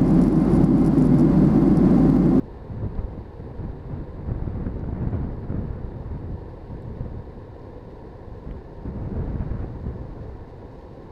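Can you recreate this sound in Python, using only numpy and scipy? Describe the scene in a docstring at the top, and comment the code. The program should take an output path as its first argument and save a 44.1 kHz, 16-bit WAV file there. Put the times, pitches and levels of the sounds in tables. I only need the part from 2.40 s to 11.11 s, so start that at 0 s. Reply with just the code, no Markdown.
"""An electric skateboard cruises along asphalt, heard at a microphone in the rider's hand.
Random impacts of the wheels on stones excite the deck into a steady roar and the treads into a hiss.
The drive and trucks ring faintly at their resonances, and flicked grit ticks.
Gusts of headwind carry eddies past the microphone: their pressure makes a rumble that brightens
as it strengthens, and single large vortices thump."""
import sys
import numpy as np
from scipy import signal
from scipy.fft import rfft, irfft, next_fast_len
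from scipy.io import wavfile
from scipy.ndimage import uniform_filter1d

SR = 44100
rng = np.random.default_rng(int(sys.argv[2]) if len(sys.argv) > 2 else 0)


def materialize(psi):
    """Save the field psi as 16-bit PCM at rate SR to the path in sys.argv[1].

    A 1-D psi becomes a single channel; in a 2-D psi each row is a channel.
    """
    bounded = np.clip(np.atleast_2d(psi).T, -1, 1)
    quanta = np.round(bounded * 32767).astype(np.int16)
    wavfile.write(sys.argv[1], SR, quanta)


N = 384111
TIME = np.arange(N) / SR

# Spectra of the wheels and deck, and of the treads on asphalt: frequency_hz, relative_density_db
ROAR_SPECTRUM = [(30, -11.5), (120, -8), (290, -1.5), (400, 1), (530, -0.5), (590, -10), (640, -10),
                 (690, -9.5), (740, -9), (850, -11), (1000, -11), (1095, -13), (1170, -28), (1500, -24),
                 (1950, -25), (2400, -36), (3300, -65.5)]
HISS_SPECTRUM = [(1000, -13), (2200, -0.5), (2850, 1), (3300, -3.5), (3700, 2), (4200, -1), (4500, 0),
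                 (4850, -4), (5200, -6), (5900, -12.5), (6600, -12), (7100, -17), (7900, -15.5),
                 (8700, -20), (12500, -20.5), (14500, -30)]
# Hiss as the microphone turns toward and away from the wheels: time_s, base_level_db, treble_lift_db
HISS_CONTOUR = [(0, -68.5, -1.5), (1.6, -69, -3.5), (2.6, -70, -2), (4.3, -69, -1.5), (6.4, -69.3, 0.5),
                (7.3, -69, 2), (7.9, -69.5, 2), (8.71, -68.5, 1)]
# Resonances of the drive and trucks: pitch_hz, width_hz, level_db
DRIVE_MODES = [(468, 35, -59), (931.5, 38, -60.5), (1744, 90, -70.5)]
# Grit flicked by the wheels: start_s, relative_peak_db, low_hz, high_hz
GRIT_TICKS = [(.553, -50.5, 2600, 4900), (1.295, -60, 2200, 5000), (2.394, -56.5, 3800, 7600),
              (2.629, -58, 2800, 6100), (2.709, -62, 3500, 8000), (4.422, -59, 3780, 13000),
              (4.495, -63, 4000, 8400), (5.219, -58, 3900, 5500), (6.1102, -67, 9500, 12800),
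              (6.111, -44, 1000, 2900), (8.412, -57, 2410, 4500)]

# Headwind, varying with the breeze and the microphone's heading: time_s, strength_db
HEADWIND_CONTOUR = [(0, -36.5), (.18, -40), (.61, -31), (.87, -40.5), (1.46, -35.5), (1.65, -38),
                    (1.97, -29.5), (2.9, -29), (2.96, -33), (3.84, -33), (4.2, -40), (4.66, -35),
                    (4.84, -40.5), (6.25, -42), (6.8, -26.5), (7.15, -29), (7.34, -34), (7.6, -34.5),
                    (8.1, -41), (8.71, -43)]
# Short gusts on top of it: start_s, length_s, strength_db, extra_turbulence_db
WIND_GUSTS = [(0.285, 0.18, -32.5, -1), (0.406, 0.065, -26.5, -3.5), (0.568, .03, -31.5, 2.5),
              (0.766, 0.029, -30.5, -4), (0.982, 0.08, -35.5, -2), (1.176, 0.13, -31.5, -0.5),
              (1.477, 0.14, -32, -0.5), (1.874, 0.046, -26, -4), (2.247, 0.039, -27.5, -4),
              (2.42, 0.071, -28, -6), (2.562, 0.12, -30, 0.5), (2.72, 0.046, -26, 1), (2.77, 0.076, -27, 0),
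              (3.083, 0.094, -28, -0.5), (3.165, 0.081, -28, -3.5), (3.258, 0.12, -44, 4),
              (3.695, 0.057, -30.5, -4), (3.886, 0.069, -31, -11), (4.287, 0.098, -34, -6),
              (4.443, 0.071, -32.5, -6), (4.59, 0.076, -32.5, -2), (4.707, 0.1, -33, -3.5),
              (4.94, 0.04, -40, -12), (5.865, 0.11, -38, -10), (6.047, 0.13, -35.5, -1.5),
              (6.444, 0.041, -29, -1), (6.538, 0.12, -34.5, -0.5), (6.745, 0.022, -29, -0.5),
              (6.987, 0.036, -35, 3.5), (7.074, 0.096, -28, -1.5), (7.177, 0.1, -36.5, 2),
              (7.426, 0.064, -27.5, -4), (7.533, 0.084, -33.5, -4), (7.776, 0.22, -40, 0.5)]
# Spectra of slow eddies, fast eddies, fine turbulence and vortex puffs: frequency_hz, relative_density_db
LIGHT_AIR_SPECTRUM = [(8, -16.5), (22, -2), (55, 0), (115, -3), (180, -9), (300, -17.5), (500, -29.5),
                      (1000, -39), (3000, -79.5)]
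HARD_GUST_SPECTRUM = [(8, -28), (22, -5), (60, 2), (110, 2), (150, -4.5), (200, -4.5), (300, -11.5),
                      (500, -20.5), (1000, -37), (2000, -67.5), (5000, -93.5)]
TURBULENCE_SPECTRUM = [(80, -21), (250, -4.5), (480, -3.5), (700, -6.5), (1100, -11.5), (1700, -16.5),
                       (2500, -29.5), (3500, -41.5), (6000, -58.5), (12000, -81)]
PUFF_SPECTRUM = [(150, -10), (450, 5), (1000, -6.5), (1700, -13), (2600, -32), (5000, -58), (10000, -85.5)]
# Large eddies striking the microphone: centre_s, relative_peak_db, half_width_s, puff_level_db
VORTICES = [(0.592, -13.5, 0.0036, -49), (0.648, -16, 0.0035, -55), (1.89, -14.5, 0.0015, -51),
            (1.918, -14, 0.0018, -37), (1.961, -17.5, .0018, -45), (2.024, -14.5, 0.0017, -45),
            (2.078, -12.5, 0.0011, -46), (2.264, -16.5, 0.0012, -37), (2.268, -13, 0.0014, -36),
            (2.28, -16.5, 0.0014, -45), (2.442, -22, 0.0008, -35), (2.456, -19.5, 0.0031, -48),
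            (2.673, -11.5, 0.0016, -45), (2.733, -17, 0.0013, -35), (3.104, -13, 0.0019, -38),
            (3.125, -17.5, 0.0012, -35.5), (3.146, -13, 0.0011, -41), (3.308, -16.5, .0025, -56),
            (3.447, -17.5, 0.0026, -45), (4.609, -15, 0.0026, -49), (6.075, -20.5, .0016, -52),
            (6.091, -22.5, 0.00091, -46), (6.958, -14, 0.0014, -40), (7.008, -14.5, 0.002, -54),
            (7.107, -15.5, 0.0031, -45), (7.245, -18, 0.00066, -37)]


def wheel_roar(level_db=-43.5):
    """Impact excitation: stones shake the wheels and deck; constant speed keeps the level steady."""
    return colour(stone_impacts(per_s=9000, spread_db=1.5), ROAR_SPECTRUM) * amp(level_db)


def tread_hiss(flicker_db=0.5, treble_hz=6100):
    """Directivity: the treads' contact noise changes in level and treble as the microphone turns."""
    base_db, lift_db = curves(HISS_CONTOUR)
    hiss = colour(stone_impacts(per_s=20000, spread_db=1.4), HISS_SPECTRUM)
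    hiss *= amp(base_db + flicker_db * wander(25))
    treble = signal.lfilter(*signal.iirpeak(treble_hz, Q=3, fs=SR), hiss)
    return hiss + treble * (amp(lift_db) - 1)


def stone_impacts(per_s, spread_db):
    """Shot noise: a wheel meets the stones of the asphalt at random instants, a few of them hard."""
    size = amp(spread_db * np.minimum(rng.exponential(1, N), 5))
    return size * rng.standard_normal(N) * (rng.random(N) < per_s / SR)


def drive_ring():
    """Resonance: under random forcing, each mode of the drive and trucks sings in a narrow band."""
    ring = np.zeros(N)
    for pitch_hz, width_hz, level_db in DRIVE_MODES:
        q = pitch_hz / width_hz
        mode = signal.lfilter(*signal.iirpeak(pitch_hz, q, fs=SR), rng.standard_normal(N))
        mode = signal.lfilter(*signal.iirpeak(pitch_hz, q / 2, fs=SR), mode)  # steeper skirts
        ring += amp(level_db) * unit(mode)
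    return ring


def grit_ticks(gain_db=1, decay_s=0.0011):
    """Impulsive transients: grit snaps from under the wheels in brief, hence broadband, bursts."""
    out = np.zeros(N)
    t = np.arange(600) / SR
    for start_s, peak_db, low_hz, high_hz in GRIT_TICKS:
        snap = rng.standard_normal(len(t)) * np.exp(-t / decay_s)
        snap = signal.lfilter(*signal.butter(3, [low_hz, high_hz], "band", fs=SR), snap)
        out[round(start_s * SR):][:len(t)] += amp(peak_db + gain_db) * snap / abs(snap).max()
    return out


def wind_noise(rumble_gain_db=0.28, fine_gain_db=-49.5, fine_growth=0.94, crossover_db=-30.5):
    """Turbulent pressure: eddies rumble and shed finer ones; faster passage raises their frequencies."""
    strength_db, extra_db = wind_strength()
    strength_db += 0.83 * wander(16)  # the wind throbs
    excess_db = strength_db - crossover_db
    hardness = 0.5 + 0.5 * np.tanh(excess_db / 5)  # 0 in light air, 1 in a hard gust
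    air = rng.standard_normal(N) * amp(1.34 * wander(40))  # the air arrives in separate lumps
    eddies = (1 - hardness) * colour(air, LIGHT_AIR_SPECTRUM) + hardness * colour(air, HARD_GUST_SPECTRUM)
    eddies = steadied(eddies, size=2800)
    rumble = eddies * amp(strength_db + rumble_gain_db + vortex_sweep_db())
    pressure = unit(uniform_filter1d(abs(eddies), size=120))
    puffs = unit((1.6 + pressure) * amp(-0.9 * wander(45)))  # fine turbulence pulses with the eddies
    fine = steadied(colour(rng.standard_normal(N) * puffs, TURBULENCE_SPECTRUM), size=2400)
    return rumble + fine * amp(fine_gain_db + fine_growth * excess_db + extra_db)


def wind_strength(attack_s=0.013, release_s=0.018):
    """Incoherent addition: headwind and gusts sum in power. Gives strength and extra turbulence in dB."""
    headwind_db, = curves(HEADWIND_CONTOUR)
    power, extra_db = amp(headwind_db) ** 2, 0
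    for start_s, length_s, strength_db, turbulence_db in WIND_GUSTS:
        rise = np.clip((TIME - start_s) / attack_s, 0, 1)
        fall = np.exp(-np.clip(TIME - start_s - length_s, 0, 1) / release_s)
        power += (amp(strength_db) * rise * fall) ** 2
        extra_db += turbulence_db * rise * fall
    return 10 * np.log10(power), extra_db


def vortex_thumps(gain_db=-1, puff_s=0.0026):
    """Convected vortices: each passes as a pressure peak between shallow troughs, with a turbulent puff."""
    out = np.zeros(N)
    turbulence = colour(rng.standard_normal(N), PUFF_SPECTRUM)
    for centre_s, peak_db, half_width_s, puff_db in VORTICES:
        near = abs(TIME - centre_s) < 20 * half_width_s
        t = TIME[near] - centre_s
        distance_sq = (t / half_width_s) ** 2 / 2
        thump = amp(peak_db + gain_db) * (1 - distance_sq) / (1 + distance_sq) ** 2
        puff = amp(puff_db) * unit(turbulence[near]) * np.exp(-(t / puff_s) ** 2)
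        out[near] += (thump + puff) * np.hanning(len(t))
    return out


def vortex_sweep_db(dip_db=-4.5, reach_half_widths=4):
    """Advection: a large vortex sweeps smaller eddies aside, so the rumble dips around it."""
    return sum(dip_db / (1 + ((TIME - centre_s) / (reach_half_widths * half_width_s)) ** 2)
               for centre_s, _, half_width_s, _ in VORTICES)


def amp(db):
    """The decibel scale: amplitude grows tenfold every 20 dB."""
    return 10 ** (np.asarray(db) / 20)


def unit(x):
    """Normalisation to rms 1."""
    return x / np.sqrt(np.mean(x ** 2) + 1e-20)


def curves(rows):
    """Linear interpolation of each column of a timed table at every sample."""
    time_s, *columns = np.transpose(rows)
    return [np.interp(TIME, time_s, column) for column in columns]


def colour(x, spectrum):
    """Spectral shaping of x by a table of frequency_hz, relative_density_db; rms 1."""
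    hz, db = np.transpose(spectrum)
    size = next_fast_len(N)
    bins_hz = np.fft.rfftfreq(size, 1 / SR)
    gain = amp(np.interp(np.log(bins_hz + 1), np.log(hz), db))
    return unit(irfft(rfft(x, size) * gain, size)[:N])


def wander(cutoff_hz):
    """Random modulation: low-passed noise of rms 1."""
    size = next_fast_len(N)
    bins_hz = np.fft.rfftfreq(size, 1 / SR)
    spectrum = rfft(rng.standard_normal(size)) / (1 + (bins_hz / cutoff_hz) ** 4)
    return unit(irfft(spectrum, size)[:N])


def steadied(x, size):
    """Envelope normalisation: holds the rms near 1 over stretches of about size samples."""
    return x / np.sqrt(uniform_filter1d(uniform_filter1d(x ** 2, size), size) + 1e-9)


def scene():
    """Superposition: the pressures of board and wind add at one microphone."""
    board = wheel_roar() + tread_hiss() + drive_ring() + grit_ticks()
    return (board + wind_noise() + vortex_thumps())[None]


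def record(dry):
    """Band limiting: the microphone's chain passes sound only up to a treble cutoff."""
    low_pass = signal.firwin(511, cutoff=15100, window=("kaiser", 9), fs=SR)
    return signal.oaconvolve(dry, low_pass[None], "same")


dry = scene()
out = record(dry)
materialize(out)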